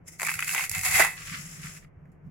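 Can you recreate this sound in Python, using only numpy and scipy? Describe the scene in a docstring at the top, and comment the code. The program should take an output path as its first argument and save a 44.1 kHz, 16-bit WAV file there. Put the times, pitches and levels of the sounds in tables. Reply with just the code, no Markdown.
"""Dry thin pasta is crushed in a fist over a steel pot of water in a small kitchen.
Single strands snap over a bed of tiny fractures until the nest of pasta gives way.
The pot rings along, and the pieces patter onto the heap in the water, which gulps under them.
A low hum wavers underneath, with a rumble and a few soft bumps."""
import sys
import numpy as np
from scipy import signal
from scipy.fft import rfft, irfft
from scipy.io import wavfile
from scipy.ndimage import uniform_filter1d

SR = 44100
rng = np.random.default_rng(int(sys.argv[2]) if len(sys.argv) > 2 else 0)


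def pcm_store(signal):
    """Save signal as 16-bit PCM."""
    levels = np.round(np.clip(np.atleast_2d(signal), -1, 1) * 32767)
    wavfile.write(sys.argv[1], SR, levels.astype(np.int16).T)


N = 101430
TIME = np.arange(N) / SR
LEFT_VS_RIGHT = np.array([[1], [-1]])  # adds on the left, subtracts on the right
SCATTER_DECAY_S = 0.004  # how fast reflections off the pot wall fade
THUD_DB, BREAK_PAN_DB = 20, -3.5  # the core of the nest breaks toward the right

# Levels in all tables are relative: each sound adds its own gain.
# Tone of a mid-pitched crunch: pitch_hz, level_db
CRUNCH_TONE = [(300, -32), (600, -21.5), (800, -22.5), (1100, -13.5), (1400, -9.5), (1750, -9), (2100, 4.5),
               (2400, -5), (2650, -0.5), (2900, -16.5), (3600, -12.5), (7000, -39.5)]
# Tone of bright splintering: pitch_hz, level_db
CRACK_TONE = [(1500, -52), (3000, -24.5), (4000, -5.5), (5000, -3), (5700, -8.5), (7500, 1.5), (11000, 0),
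              (13000, -6), (16000, -11.5)]
# Tone of a dull thud: pitch_hz, level_db
THUD_TONE = [(120, -17.5), (250, -18), (350, -1.5), (480, 1.5), (640, 7), (780, 6.5), (1000, 5),
             (1500, -45), (4000, -59)]


def from_db(db):
    """Turns decibels into a gain to multiply by."""
    return 10 ** (np.asarray(db) / 20)


def gains(rows):
    """Turns rows of a time and levels into gain curves that die away quickly outside their span."""
    times, *columns = np.transpose(rows)
    outside_s = np.maximum(times[0] - TIME, 0) + np.maximum(TIME - times[-1], 0)
    return [from_db(np.interp(TIME, times, db)) * np.exp(-outside_s / 0.0039) for db in columns]


def colour(sound, tone, keep_power=True):
    """Filters a sound to a tone curve; with keep_power, white noise keeps its power."""
    size = 4096
    hz, db = np.transpose(tone)
    bin_hz = np.arange(size + 1) * SR / (2 * size)
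    gain = from_db(np.interp(np.log(bin_hz + 1), np.log(hz), db))
    if keep_power:
        gain = gain / np.sqrt(np.mean(gain ** 2))
    # Fold the filter so that it rings only after a click, never before.
    cepstrum = irfft(np.log(gain))
    cepstrum[1:size] *= 2
    cepstrum[size + 1:] = 0
    response = irfft(np.exp(rfft(cepstrum)))[None, :size]
    return signal.fftconvolve(sound, response, axes=1)[:, :N]


def noise(side_db):
    """Stereo white noise; the lower side_db, the more alike the two ears."""
    middle, side = rng.standard_normal((2, N))
    return middle + from_db(side_db) * side * LEFT_VS_RIGHT


def steady(sound, window_s):
    """Evens out the slow swings of a noise."""
    power = uniform_filter1d(np.mean(sound ** 2, axis=0), int(window_s * SR))
    return sound / np.sqrt(power + 1e-12)


def grains(per_s, spread_db, haze_db):
    """Tiny clicks of uneven size, each from its own direction, in a haze of their reflections."""
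    count = int(N / SR * per_s)
    when, size, sign, side = rng.random((4, 30000))[:, :count]
    height = from_db(-spread_db * np.log(np.maximum(size, .03))) * np.sign(sign - .5)
    clicks = np.zeros((2, N))
    for ear, lag_s in enumerate((0, .0001 * (2 * side - 1))):
        np.add.at(clicks[ear], (when * N + lag_s * SR).astype(int) % N, height)
    fade = np.exp(-1 / (SCATTER_DECAY_S * SR))
    haze_power = signal.lfilter([1 - fade], [1, -fade], clicks[0] ** 2)
    haze = np.sqrt(haze_power) * rng.standard_normal((2, N))
    sound = clicks + from_db(haze_db) * haze
    return sound / sound.std()


def background():
    """A wavering hum, a low rumble and the dull air of the kitchen, all made of filtered noise."""
    # How the low sounds waver: time_s, hum_db, rumble_db
    low_levels = [(0, -61, -66.5), (.2, -60.5, -73), (.27, -52, -68), (.33, -55, -76), (.45, -56.5, -68),
                  (.56, -55, -71), (.68, -63, -67), (.79, -48.5, -58), (.84, -60, -60.5), (.93, -48.5, -66),
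                  (1.0, -50, -57), (1.13, -58.5, -69.5), (1.28, -55.5, -61.5), (1.46, -50, -67.5),
                  (1.53, -52.5, -69), (1.68, -48, -63.5), (1.76, -56.5, -70), (1.86, -53.5, -66.5),
                  (1.92, -67, -72), (1.99, -56.5, -65), (2.08, -51, -73), (2.16, -62.5, -68.5),
                  (2.22, -59, -72.5), (2.27, -43, -59.5), (2.3, -53, -68)]
    # Tones of the hum, the rumble and the air: pitch_hz, level_db
    hum_tone = [(60, -45.5), (120, -44.5), (145, 1.5), (166, 1.5), (190, -13.5), (260, -26), (500, -74)]
    rumble_tone = [(15, -13), (38, 4.5), (52, -17), (75, 3.5), (92, 3), (120, 1), (200, -33), (500, -71.5)]
    air_tone = [(100, -6.5), (250, 5), (400, 4), (700, 0), (1200, -6.5), (2300, -14), (3000, -26.5),
                (3800, -44), (16000, -55)]
    hum_gain, rumble_gain = gains(low_levels)
    hum = hum_gain * steady(colour(noise(side_db=-15), hum_tone), window_s=0.11)
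    rumble = rumble_gain * steady(colour(noise(side_db=-9), rumble_tone), window_s=0.031)
    air = colour(noise(side_db=-2), air_tone)
    return from_db(5.5) * hum + from_db(13.5) * rumble + from_db(-61) * air


def loose_pieces():
    """Strands rustle in the hand, and later pieces rain on the heap and the water."""
    # Strands shift as the hand comes in: time_s, level_db
    rustle_levels = [(0.04, -93), (0.07, -57), (0.08, -43.5), (0.11, -59), (0.135, -51), (0.19, -66)]
    # Pieces fall on the heap: time_s, treble_db, mids_db
    fall_levels = [(1.15, -75, -78), (1.17, -49.5, -43.5), (1.252, -46, -44.5), (1.35, -45.5, -35),
                   (1.438, -47.5, -49.5), (1.622, -51, -51.5), (1.632, -47.5, -44), (1.67, -47, -40.5),
                   (1.682, -46.5, -46.5), (1.738, -52.5, -51.5), (1.774, -50.5, -48), (1.804, -65, -68.5),
                   (1.846, -69.5, -59), (1.875, -100, -100)]
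    # Tones of the dry patter and the wet splash: pitch_hz, level_db
    patter_tone = [(1500, -4.5), (3000, -5), (4200, -20.5), (5200, 3), (6000, -1), (7500, 5), (9000, 1.5),
                   (11000, 0.5), (13000, -8), (16000, -12)]
    splash_tone = [(120, -13), (260, -11), (370, -22), (520, -29), (850, -15), (1150, 9.5), (1600, 8),
                   (2100, 9.5), (2600, 9), (3200, 2.5), (5000, -2), (9000, -70)]
    rustle, = gains(rustle_levels)
    treble, mids = gains(fall_levels)
    patter = colour(grains(per_s=3200, spread_db=4, haze_db=21.5) * (rustle + treble), patter_tone)
    splash = colour(grains(per_s=1500, spread_db=4, haze_db=24) * mids, splash_tone)
    crinkle = colour(grains(per_s=1500, spread_db=0.5, haze_db=4) * rustle, CRUNCH_TONE)
    return from_db(1.05 * LEFT_VS_RIGHT) * patter + from_db(-0.5) * splash + from_db(-7) * crinkle


def pot_ring(sound):
    """The steel wall rings at its own pitches when a sound reaches it."""
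    # The pot's notes: pitch_hz, level_db, ring_s (time to fade by 60 dB)
    notes = [(754, 0, .18), (1363, -5, .25), (1522, -1, .25), (1594, -3, .25), (1652, -3, .25),
             (1784, 3, .33), (1839, -3, .4), (1918, -3, .35), (1989, 5, .4), (2031, 0, .25), (2126, -6, .3),
             (2362, -8, .3), (2591, 2, .25), (3046, -3, .25), (4975, -6, .2)]
    ring = np.zeros((2, N))
    for pitch_hz, level_db, ring_s in notes:
        fade = from_db(-60 / (ring_s * SR))
        feed = np.array([1, 0, -1]) * (1 - fade ** 2) / 2
        feedback = [1, -2 * fade * np.cos(2 * np.pi * pitch_hz / SR), fade ** 2]
        ring += from_db(level_db - 2) * signal.lfilter(feed, feedback, sound + 1e-18)
    return ring


def room_echoes(sound, ring_s, delay_s):
    """The kitchen returns a blur of echoes, different at each ear, that fades 60 dB in ring_s."""
    age = TIME[:SR // 2]
    tail = rng.standard_normal((2, len(age))) * np.exp(-np.log(1000) * age / ring_s) * (age > delay_s)
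    tail /= np.sqrt(np.sum(tail ** 2) / 2)
    return signal.fftconvolve(sound, tail, axes=1)[:, :N]


def knock(click, low_hz, top_hz):
    """The dull body of a snap: a band of pitches that rings briefly at each edge."""
    edges = signal.cheby1(2, 4, [low_hz, top_hz], "band", fs=SR, output="sos")  # 4 dB edge peaks
    skirts = signal.butter(3, [.85 * low_hz, 1.15 * top_hz], "band", fs=SR, output="sos")
    return signal.sosfilt(np.vstack([edges, skirts]), click)


def snaps_and_landings():
    """Each break or landing knocks and splinters, scattered by the pot wall; the core also thuds."""
    # Faint ticks of loose strands: start_s, level_db
    ticks = [(0.0756, -46), (2.118, -63.5)]
    # Single strands snap: start_s, low_hz, top_hz, knock_db, crack_db
    strand_snaps = [(0.1975, 1100, 2600, 0, -35), (0.2081, 950, 2600, -2, -36), (0.2177, 700, 2450, 5, -29),
                    (0.2307, 650, 2650, 4, -27), (0.2489, 1900, 2450, 7, -29),
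                    (0.2664, 1950, 2400, 11, -28), (0.272, 1100, 2400, 6, -28), (0.2853, 850, 2450, 8, -33),
                    (0.2923, 950, 2500, 9, -32), (0.3003, 1950, 2600, 6, -32), (0.3054, 950, 2450, -3, -30),
                    (0.3155, 950, 2700, 3, -31), (0.3398, 1350, 2600, 5, -29),
                    (0.3543, 1200, 2700, -4, -37), (0.3905, 1150, 2700, 5, -36),
                    (0.3925, 1150, 2700, 8, -32), (0.4045, 1250, 2550, 3, -30),
                    (0.4247, 1300, 2900, 9, -35), (0.4451, 1450, 2800, -3, -32),
                    (0.4795, 1050, 2700, 0, -27), (0.4924, 1450, 3050, 6, -32),
                    (0.5119, 1350, 2850, 2, -30), (0.5352, 1050, 2200, 0, -29), (0.5479, 900, 2750, 9, -24),
                    (0.5798, 1800, 2950, 10, -33), (0.5943, 800, 2600, 7, -32),
                    (0.6087, 1250, 2900, 5, -35), (0.6395, 1200, 3000, 2, -33),
                    (0.6954, 1950, 2650, -3, -25), (0.7145, 700, 3050, -5, -25),
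                    (0.7497, 750, 2950, -2, -28), (0.7819, 1400, 2900, -3, -30),
                    (0.792, 1800, 2750, 3, -29), (0.8115, 1850, 2750, 1, -29), (0.8348, 850, 2650, 2, -28),
                    (0.8504, 700, 2500, 4, -29), (0.9114, 1500, 2800, 6, -26),
                    (0.9518, 1550, 2900, 13, -27)]
    # The core of the nest breaks: start_s, low_hz, top_hz, knock_db, crack_db, thud_db
    core_breaks = [(0.9957, 1400, 2300, 13, -22, -25), (0.9988, 1500, 2700, 14, -20, -15),
                   (1.0034, 1500, 2150, 19, -21, -14), (1.008, 900, 2000, 13, -25, -32),
                   (1.0152, 1300, 2050, 17, -26, -33), (1.0215, 1400, 2050, 17, -24, -33),
                   (1.0475, 800, 2250, 9.5, -30, -45)]
    # Clumps land on the heap: start_s, low_hz, knock_db
    clump_landings = [(1.298, 1250, -5), (1.3264, 1400, -6), (1.364, 1200, -6), (1.631, 1400, -8),
                      (1.6477, 1100, -8), (1.66, 1200, -7), (1.669, 1300, -7), (1.7689, 1500, -14),
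                      (1.8253, 1700, -19), (1.8472, 1100, -18), (2.055, 1600, -28)]
    knock_gain_db, crack_gain_db = 1, 14.5
    # The strands' knocks get a level offset that falls steadily with time.
    knock_start_db, knock_db_per_s = 3, -6.5
    landing_top_hz, landing_crack_db = 2360, -52
    knocks, cracks, thuds = np.zeros((3, 2, N))
    age = TIME[:2000]

    def burst(decay_s):
        """Fading stereo noise with an energy of 1 in each ear."""
        hiss = rng.standard_normal((2, len(age))) * np.exp(-age / decay_s)
        return hiss / np.sqrt(np.sum(hiss ** 2, axis=1, keepdims=True))

    def span(start_s):
        """The samples that one event fills."""
        return slice(int(start_s * SR), int(start_s * SR) + len(age))

    strands = [(start_s, low_hz, top_hz, knock_db + knock_start_db + knock_db_per_s * start_s, crack_db)
               for start_s, low_hz, top_hz, knock_db, crack_db in strand_snaps]
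    landings = [(start_s, low_hz, landing_top_hz, knock_db, knock_db + landing_crack_db)
                for start_s, low_hz, knock_db in clump_landings]
    for start_s, low_hz, top_hz, knock_db, crack_db, *thud_db in strands + list(core_breaks) + landings:
        click = (age == 0) + from_db(-2) * burst(SCATTER_DECAY_S)
        if thud_db:
            click = click * from_db(BREAK_PAN_DB * LEFT_VS_RIGHT)
            thuds[:, span(start_s)] += from_db(thud_db[0] + THUD_DB) * click
        knocks[:, span(start_s)] += from_db(knock_db + knock_gain_db) * knock(click, low_hz, top_hz)
        splinters = burst(decay_s=0.00096) + from_db(3.5) * burst(SCATTER_DECAY_S)
        cracks[:, span(start_s)] += from_db(crack_db + crack_gain_db) * splinters
    for start_s, level_db in ticks:
        cracks[:, span(start_s)] += from_db(level_db + crack_gain_db) * burst(decay_s=.011)
    return knocks + colour(cracks, CRACK_TONE) + colour(thuds, THUD_TONE)


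def crumbling():
    """Thousands of tiny fractures follow the squeeze of the fist."""
    # How loud the crumbling is: time_s, mids_db, treble_db, lows_db
    crumble_levels = [(.19,-54,-50,-70), (.2,-40,-42.5,-61), (.235,-38.5,-39,-44.5),
                      (.26,-31.5,-37.5,-50.5), (.3,-31.5,-40,-61), (.345,-39.5,-38.5,-69),
                      (.383,-40,-44.5,-58), (.41,-35.5,-47,-65), (.43,-31,-39,-51.5), (.46,-44.5,-42,-71),
                      (.475,-30,-34.5,-62.5), (.535,-33,-32,-53), (.555,-25,-36.5,-43.5),
                      (.605,-27,-33.5,-46.5), (.654,-30.5,-36,-63.5), (.688,-51,-56,-74),
                      (.71,-41.5,-39,-75.5), (.752,-27,-35.5,-52.5), (.825,-40.5,-39.5,-64.5),
                      (.858,-20,-25.5,-42), (.902,-28.5,-31,-46.5), (.955,-17.5,-24.5,-44.5),
                      (.985,-18,-24.5,-33.5), (1.005,-18.5,-23,-29.5), (1.025,-15.5,-28.5,-36),
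                      (1.052,-23.5,-31,-36), (1.08,-31,-40,-46), (1.17,-47.5,-52,-65)]
    # Hollow tone of the low crumbling: pitch_hz, level_db
    hollow_tone = [(200, -35.5), (430, -14.5), (540, -14.5), (660, -10.5), (760, 5.5), (880, -4),
                   (1100, -0.5), (1600, -11.5), (4000, -55)]
    mids, treble, lows = gains(crumble_levels)
    coarse = steady(grains(per_s=1500, spread_db=-3, haze_db=0.5), window_s=0.04)
    fine = steady(grains(per_s=3600, spread_db=-2, haze_db=-2), window_s=0.076)
    deep = steady(grains(per_s=1500, spread_db=3.5, haze_db=2.5), window_s=0.025)
    return (from_db(-4) * colour(coarse * mids, CRUNCH_TONE)
            + from_db(-1) * colour(fine * treble, CRACK_TONE)
            + from_db(8) * colour(deep * lows, hollow_tone))


def first_thuds():
    """The first strands give way with dull thuds as the fist closes."""
    # The thuds: start_s, level_db
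    thuds = [(0.2177, -37.5), (.2307, -33)]
    clicks = np.zeros((2, N))
    for start_s, level_db in thuds:
        clicks[:, int(start_s * SR)] = from_db(level_db + THUD_DB)
    return colour(clicks, THUD_TONE)


def bumps_and_gulps():
    """Soft bumps and the gulps of the water: low tones that swell and fade within a few cycles."""
    # Soft low bumps: start_s, pitch_hz, level_db
    bumps = [(.355, 100, -39), (.71, 96, -36.5), (.775, 101, -33.5), (.89, 85, -35.5), (.94, 87.2, -34.5),
             (1.97, 89, -39), (2.255, 163, -51)]
    # The water gulps under the falling pasta: start_s, pitch_hz, level_db
    gulps = [(1.316, 162, -33.5), (1.332, 252, -44), (1.388, 173, -35), (1.643, 163, -32)]
    rise_s = 0.0072
    sound = np.zeros(N)
    for start_s, pitch_hz, level_db in bumps + gulps:
        age = np.maximum(TIME - start_s, 0)
        swell = age / rise_s * np.exp(1 - age / rise_s)
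        sound += from_db(level_db) * swell * np.sin(2 * np.pi * pitch_hz * age)
    return sound


def pot_jolt(start_s, level_db):
    """The hardest break of the core gives the pot one sharp push."""
    push = np.arange(N) == int(start_s * SR)
    return from_db(level_db + BREAK_PAN_DB * LEFT_VS_RIGHT) * push


def scene():
    """The pasta sounds into the pot and the room, over the low sounds."""
    pasta = snaps_and_landings() + first_thuds() + crumbling() + loose_pieces()
    pot = pot_ring(pasta + pot_jolt(start_s=1.004, level_db=19))
    room = from_db(-13.5) * room_echoes(pasta, ring_s=0.076, delay_s=0.024)
    return pasta + pot + room + bumps_and_gulps() + background()


def record(dry):
    """Each microphone opening has its own resonance; peaks are rounded and the top treble is cut."""
    # Tones of the left and right openings: pitch_hz, level_db
    left_tone = [(300, -2.5), (800, -3.5), (2000, -1), (4000, -1.5), (6000, 6.5), (7300, 6), (8500, -1.5),
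                 (10000, -7.5), (12000, -8.5), (16000, 2)]
    right_tone = [(300, -1.5), (800, -5.5), (2000, 0), (4000, -2.5), (6000, 3), (7300, -1), (8500, -3),
                  (10800, 7), (12500, 4.5), (16000, 5)]
    ceiling, cutoff_hz = .9, 15900
    left = colour(dry[:1], left_tone, keep_power=False)
    right = colour(dry[1:], right_tone, keep_power=False)
    rounded = ceiling * np.tanh(np.vstack([left, right]) / ceiling)
    treble_cut = signal.ellip(12, .2, 80, cutoff_hz, fs=SR, output="sos")
    return signal.sosfilt(treble_cut, rounded)


dry = scene()
out = record(dry)
pcm_store(out)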